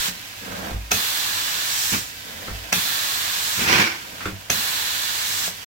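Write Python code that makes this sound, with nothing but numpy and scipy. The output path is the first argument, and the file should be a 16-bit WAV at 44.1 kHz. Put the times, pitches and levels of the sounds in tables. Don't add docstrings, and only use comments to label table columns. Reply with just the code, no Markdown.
import sys
import numpy as np
from scipy import signal
from scipy.fft import rfft, irfft, next_fast_len
from scipy.io import wavfile

SR = 44100
rng = np.random.default_rng(int(sys.argv[2]) if len(sys.argv) > 2 else 0)


def master(y):
    cut = np.clip(np.atleast_2d(y).T, -1, 1)
    pcm = np.round(cut * 32767)
    wavfile.write(sys.argv[1], SR, pcm.astype(np.int16))


N = 250488
TIME = np.arange(N) / SR

# (opens [s], closes [s], pressure bleed-off [s], hiss before brightening [dB], edge brightening [dB])
SQUEEZES = [(-0.9, 0.085, 0.022, -25.5, 0.5), (0.91, 1.948, 0.072, -27, 4.5),
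            (2.724, 3.63, 0.067, -26.8, 2), (4.5, 5.477, 0.029, -27.5, 2.5)]
# (time [s], level [dB], contact cut-off [Hz])
VALVE_SNAPS = [(.08, -5, 720), (.9166, -2, 12100), (.9195, 0, 2490), (2.7275, 1.5, 9000), (4.498, -4, 2540),
               (4.5014, -3, 12000), (4.504, -4.5, 894), (5.478, -5.5, 700)]
# (frequency [Hz], level [dB], t60 [s])
WAND_MODES = [(104.3, -37, 0.084), (179, -30.5, 0.25), (236.5, -39, 0.24), (415, -27, 0.019),
              (766, -21.5, 0.016), (1350, -20, 0.012), (2050, -14.5, 0.0069), (2570, -17, 0.031),
              (3290, -15.5, 0.0048), (5100, -9, 0.0033), (6380, -5.5, 0.003), (12300, -11.5, 0.0036)]
# (starts [s], meets the riser [s], rubbing [dB], suction change at full speed [dB],
#  suction change against the riser [dB], slot resonance [Hz], leak whistle [Hz])
FORWARD_PUSHES = [(0.41, 0.705, -32, 1.5, -4.3, 1600, 2450), (2.24, 2.498, -39, 1.7, 0.7, 1780, 2550),
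                  (4.019, 4.279, -42, 0, -3.8, 1480, 2860)]
# (time [s], level [dB], contact cut-off [Hz], weight on the tread [0-1])
STAIR_BUMPS = [(0.712, -5, 350, 0.8), (0.743, 1.5, 130, 0.9), (1.925, 2, 170, 0.06),
               (2.481, -7.5, 3050, 0.34), (2.509, -5.5, 150, 0.95), (2.548, -3.5, 130, 0.13),
               (4.2565, 2, 4000, 0.1), (4.282, -4.5, 800, 0.2), (4.327, -0.5, 160, .1)]
# (frequency [Hz], level [dB], t60 [s])
STAIR_MODES = [(95, -28, .24), (190, -35, .22), (310, -33, .16), (400, -30.5, .1), (520, -31, .07),
               (1330, -25, .04), (3480, -35, .12)]
# (starts [s], attack [s], hold [s], release [s], gargle [dB], lip flutter [dB])
NOZZLE_LIFTS = [(1.908, 0.026, 0.013, 0.044, -24, -27.5), (3.566, 0.039, 0.03, 0.05, -25, -27.5),
                (3.63, 0.09, 0.1, 0.067, -14.7, -26.3)]
# (time [s], level [dB], decay [s])
RISER_GRAZES = [(2.476, -33.5, 0.015), (4.207, -30.5, 0.032), (4.257, -27, 0.016)]
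# (frequency [Hz], width [Hz], level [dB])
HEAD_RESONANCES = [(1400, 530, 5), (2000, 570, -5), (3370, 190, -30)]
# (frequency [Hz], width [Hz], level [dB])
CORNER_RESONANCES = [(740, 520, -2), (1700, 160, -10), (3480, 210, -2), (4060, 240, -4.5)]

# (frequency [Hz], level [dB per Hz])
JET_SPECTRUM = [(150, -17.5), (650, -15), (950, -5.5), (1700, -2.5), (2150, -4.6), (3000, -1.6),
                (4100, -0.9), (4600, -3), (7700, -2.5), (8600, -8.5), (11300, -12.5), (12500, -8.5),
                (15700, -8)]
AIR_SPECTRUM = [(120, -5), (400, -9), (680, -6.5), (950, -4.5), (1250, -7), (1600, -3.5), (2200, -1.5),
                (3200, -2), (4400, -4), (7500, -8), (9000, -13.5), (11300, -13), (13000, -10), (15700, -11)]
MACHINE_SPECTRUM = [(14, -19), (50, -2), (75, -3.5), (98, 6), (125, -7), (200, -9.5), (400, -22.5)]
PILE_SPECTRUM = [(60, 4.5), (110, -1.5), (220, 5.5), (350, -3.5), (560, 1.5), (900, -4.5), (1600, -2.5),
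                 (2400, -13), (4500, -29)]
GARGLE_SPECTRUM = [(330, -1.5), (470, -6.5), (750, -5), (1000, 0.5), (1300, -3.5), (1600, 3), (2000, -1),
                   (2400, 0.5), (3000, -0.8), (3500, -6.5), (4900, -5.5), (6600, -11.5), (9500, -22.5),
                   (16000, -19)]
FLUTTER_SPECTRUM = [(60, -12), (98, 5), (140, -4.5), (200, 4.5), (270, -8), (340, -7), (450, -10),
                    (1000, -25.5)]
# (frequency [Hz], left-right correlation [-1 to 1])
MIC_LIKENESS = [(100, 1), (270, 1), (500, 0.4), (800, 0.4), (1200, 0.55), (1800, 0.5), (2400, 0.15),
                (4000, 0.18), (16000, 0.05)]
# (frequency [Hz], left minus right [dB])
SPRAY_BALANCE = [(300, 2), (600, -3), (1200, 1), (1700, -11), (2600, -1.5), (4300, -7.5), (5200, -3),
                 (6800, 1.5), (8600, -1), (10400, -5.5), (11300, 3), (12500, -5.5), (15000, 1.5)]
# (frequency [Hz], left minus right [dB])
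NOISE_BALANCE = [(60, 2), (180, -3.5), (550, 0), (1700, -4.5), (5000, -2), (15000, -2)]

LEFT_LAG_S = 0.00036
VALVE_TRAVEL_S = 0.011
EDGE_S, EDGE_RISE_S = 0.37, 0.27
PUSH_CURVE, PUSH_STOP_S = 0.4, 0.05
SEAL_S = 0.052
TREAD_HZ, TREAD_DB, TREAD_T60_S = 54, -20.5, .5
FLUTTER_STOP_S = 0.034
STAIRWELL_T60_S = 0.21
END_S, CUTOFF_HZ = 5.648, 15850


def from_db(db):
    return 10 ** (np.asarray(db) / 20)


def rms_one(x):
    return x / np.sqrt(np.mean(x ** 2) + 1e-20)


def at_hz(points, hz):
    f, value = np.transpose(points)
    return np.interp(np.log(hz), np.log(f), value)


def cut(x, hz, kind, order=2):
    sos = signal.butter(order, np.clip(hz, 10, .45 * SR), kind, fs=SR, output="sos")
    return signal.sosfilt(sos, x + 1e-18)


def rush(x, hz, width_hz):
    r = np.exp(-np.pi * width_hz / SR)
    top = np.array([1, 0, -1]) * (1 - r * r) / 2
    return signal.lfilter(top, [1, -2 * r * np.cos(2 * np.pi * hz / SR), r * r], x)


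def ring(force, hz, t60):
    r, w = from_db(-60 / (t60 * SR)), 2 * np.pi * hz / SR
    return signal.lfilter([0, np.sin(w)], [1, -2 * r * np.cos(w), r * r], force + 1e-18)


def drift(rate):
    step = 40
    r = np.exp(-2 * np.pi * rate * step / SR)
    chance = rng.standard_normal(N // step + 2002)
    slow = signal.lfilter([1], [1, -2 * r, r * r], chance)[2000:]
    return np.interp(np.arange(N) / step, np.arange(len(slow)), rms_one(slow))


def turbulence():
    return rng.standard_normal((2, N))


def drops(per_s, spread_db):
    sizes = from_db(spread_db * np.minimum(rng.exponential(1, (2, N)), 4))
    landing = rng.random((2, N)) < per_s / SR
    return rms_one(landing * sizes * rng.choice([-1, 1], (2, N)))


def colour(pair, spectrum, balance):
    size = next_fast_len(N)
    hz = np.maximum(np.fft.rfftfreq(size, 1 / SR), 1)
    bass_fall = np.minimum(hz / spectrum[0][0], 1) ** 2
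    mid, side = rfft(pair, size) * from_db(at_hz(spectrum, hz)) * bass_fall
    alike = np.clip(at_hz(MIC_LIKENESS, hz), -1, 1)
    sides = np.array([[1], [-1]])
    both = np.sqrt(1 + alike) * mid + sides * np.sqrt(1 - alike) * side
    both = both * from_db(sides * at_hz(balance, hz) / 2)
    both[0] *= np.exp(-2j * np.pi * hz * LEFT_LAG_S)
    return rms_one(irfft(both, size)[:, :N])


def near_walls(x, echo, sway_s, count=4):
    out, travel = x.copy(), drift(.4)
    for channel in range(2):
        for lag_s in rng.uniform(.001, .012, count):
            path_s = lag_s + sway_s * rng.normal() * travel
            source = np.arange(N) - np.round(path_s * SR).astype(int)
            out[channel] += echo * x[channel, np.clip(source, 0, N - 1)]
    return rms_one(out)


def ramp(s, length_s):
    return np.clip((TIME - s) / length_s, 0, 1)


def release(s, decay_s):
    return np.exp(-np.maximum(TIME - s, 0) / decay_s)


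def since(s, decay_s=np.inf):
    return ramp(s - VALVE_TRAVEL_S / 2, VALVE_TRAVEL_S) ** 2 * release(s, decay_s)


def push_speed(starts, stops):
    return ramp(starts, stops - starts) ** PUSH_CURVE * release(stops, PUSH_STOP_S)


def jets(droplets=0.6, sizzle_db=-3.3, mist_db=-3, fresh_mist_db=6, fresh_s=0.44,
         edge_hiss=-0.13, edge_mist=0.88, retreat_s=0.73, waver_db=1.7):
    water = turbulence() + droplets * drops(5000, spread_db=2.5)
    spray = near_walls(colour(water, JET_SPECTRUM, SPRAY_BALANCE), echo=0.18, sway_s=.0002)
    gains, in_corner = np.zeros((3, 1, N)), 0
    for opens, closes, bleed_s, level_db, edge_db in SQUEEZES:
        pressure = since(opens) * release(closes, bleed_s)
        bright = edge_db * np.sin(np.pi / 2 * ramp(closes - EDGE_S, EDGE_RISE_S)) ** 2
        mist = mist_db + fresh_mist_db * release(opens, fresh_s) + edge_mist * bright
        bands_db = [edge_hiss * bright, sizzle_db + bright, mist]
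        gains[:, 0] += pressure * from_db(level_db) * from_db(bands_db)
        in_corner = in_corner + since(opens, retreat_s)

    spectrum, hz = rfft(spray), np.fft.rfftfreq(N, 1 / SR)
    band = np.digitize(hz, [5000, 9000])
    out = sum(gain * rms_one(irfft(spectrum * (band == k), N)) for k, gain in enumerate(gains))

    corner = 0
    for hz, width_hz, db in CORNER_RESONANCES:
        corner = corner + from_db(db + waver_db * drift(1.5)) * rush(out, hz, width_hz)
    return out + in_corner * corner


def suction(level_db=-35.9, wet_db=1.8, clear_s=0.13, droplets=0.68,
            tube_db=-7, tube_hz=1580, tube_width_hz=130, slot_db=-3, slot_width_hz=200,
            leak_db=-5, leak_width_hz=150, hollow_db=2, hollow_hz=520, hollow_width_hz=350):
    flow = turbulence() + droplets * drops(2500, spread_db=7)
    air = colour(flow, AIR_SPECTRUM, NOISE_BALANCE)
    air = air + from_db(tube_db) * rush(air, tube_hz, tube_width_hz)
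    wet = sum(since(opens) * release(closes, clear_s) for opens, closes, *_ in SQUEEZES)
    flow_db = level_db + wet_db * wet
    slot, hollow = 0, from_db(hollow_db) * rush(air, hollow_hz, hollow_width_hz)
    for push, (opens, *_) in zip(FORWARD_PUSHES, SQUEEZES[1:]):
        starts, stops, _, push_db, seal_db, slot_hz, leak_hz = push
        speed = push_speed(starts, stops)
        sealed = ramp(stops, SEAL_S) * (1 - since(opens))
        flow_db = flow_db + push_db * speed + seal_db * sealed
        slot = slot + from_db(slot_db) * speed * rush(air, slot_hz, slot_width_hz)
        leak = from_db(leak_db) * rush(air, leak_hz, leak_width_hz)
        slot = slot + sealed * (leak + hollow)
    return from_db(flow_db) * near_walls(air + slot, echo=0.38, sway_s=.0001)


def machine(level_db=-47.5):
    return from_db(level_db) * colour(turbulence(), MACHINE_SPECTRUM, NOISE_BALANCE)


def strike(hits, modes, chatter, chatter_s):
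    force, age = np.zeros((2, N)), TIME[:SR // 10]
    for s, level_db, soft_hz, *_ in hits:
        rattle = chatter * rng.standard_normal((2, len(age))) * np.exp(-age / chatter_s)
        blow = cut(rattle, 390, "high")
        blow[:, 0] += 1
        start = round(s * SR)
        force[:, start:start + len(age)] += from_db(level_db) * cut(blow, soft_hz, "low")[:, :N - start]
    return sum((-1) ** k * from_db(db) * ring(force, hz, t60) for k, (hz, db, t60) in enumerate(modes))


def valve_clacks():
    return strike(VALVE_SNAPS, WAND_MODES, chatter=0.17, chatter_s=0.0041)


def stairwell(x, count=8):
    out = np.zeros((2, N))
    lags = (rng.uniform(.006, .035, 2 * count) * SR).astype(int)
    for k, lag in enumerate(lags):
        loop, gain = x[k % 2].copy(), from_db(-60 * lag / SR / STAIRWELL_T60_S)
        for i in range(lag, N, lag):
            loop[i:i + lag] += gain * loop[i - lag:i][:N - i]
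        out[k % 2] += (loop - x[k % 2]) * (-1) ** (k // 2)
    return cut(out, 136, "high")


def rubbing(zip_share=0.4, start_hz=420, rise_hz_per_s=1150, width_hz=150):
    tufts = colour(drops(2500, spread_db=4.0), PILE_SPECTRUM, NOISE_BALANCE)
    brush = near_walls(tufts, echo=0.2, sway_s=.0003)
    unevenness, out = rms_one(cut(turbulence(), width_hz / 2, "low")), 0
    for starts, stops, level_db, *_ in FORWARD_PUSHES:
        tufts_hz = start_hz + rise_hz_per_s * np.clip(TIME - starts, 0, stops - starts)
        zipping = np.sqrt(2) * unevenness * np.sin(2 * np.pi * np.cumsum(tufts_hz) / SR)
        out = out + from_db(level_db) * push_speed(starts, stops) * (brush + zip_share * zipping)
    return out


def head_knocks():
    return strike(STAIR_BUMPS, STAIR_MODES, chatter=0.024, chatter_s=0.0072)


def tread():
    force = np.zeros(N)
    for s, level_db, _, weight in STAIR_BUMPS:
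        force[round(s * SR)] += weight * from_db(level_db + TREAD_DB)
    return ring(cut(force, 96, "low"), TREAD_HZ, TREAD_T60_S)


def slurp(splutter_db=0.95, airy=0.55, tube_db=-4, tube_hz=2340, tube_width_hz=130,
          spit_db=-16, spit_s=0.0056, jolt_db=-27, jolt_s=0.05):
    gargle_gain = flutter_gain = 0
    for s, attack_s, hold_s, release_s, gargle_db, flutter_db in NOZZLE_LIFTS:
        rise, ends = ramp(s, attack_s), s + attack_s + hold_s
        gargle_gain = gargle_gain + from_db(gargle_db) * rise * release(ends, release_s)
        flutter_gain = flutter_gain + from_db(flutter_db) * rise * release(ends, FLUTTER_STOP_S)
    for opens, *_ in SQUEEZES[1:]:
        gargle_gain = gargle_gain + from_db(spit_db) * since(opens, spit_s)
        flutter_gain = flutter_gain + from_db(jolt_db) * since(opens, jolt_s)

    gulps = rms_one(from_db(splutter_db * drift(56)))
    water = drops(5000, spread_db=3.8) + airy * turbulence()
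    gargle = colour(water, GARGLE_SPECTRUM, NOISE_BALANCE)
    gargle = gargle + from_db(tube_db) * rush(gargle, tube_hz, tube_width_hz)
    gargle = near_walls(gargle, echo=0.39, sway_s=.0001)
    flutter = colour(turbulence(), FLUTTER_SPECTRUM, NOISE_BALANCE)
    return gulps * (gargle_gain * gargle + flutter_gain * flutter)


def scuff(attack_s=0.004):
    slips = drops(2000, spread_db=2)
    body = sum(from_db(db) * rush(slips, hz, width_hz) for hz, width_hz, db in HEAD_RESONANCES)
    contact = 0
    for s, db, decay_s in RISER_GRAZES:
        contact = contact + from_db(db) * ramp(s - attack_s, attack_s) * release(s, decay_s)
    return contact * rms_one(body)


def scene():
    bumps = head_knocks() + tread() + scuff()
    knocks = (valve_clacks() + bumps) * from_db([[-.5], [.5]])
    echoes = from_db(-9.5) * stairwell(knocks)
    return jets() + suction() + machine() + knocks + echoes + rubbing() + slurp()


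def record(dry):
    fade = np.clip((END_S - TIME) / .008, 0, 1)
    top_cut = signal.ellip(12, .1, 80, CUTOFF_HZ, fs=SR, output="sos")
    return signal.sosfilt(top_cut, dry * fade)


dry = scene()
out = record(dry)
master(out)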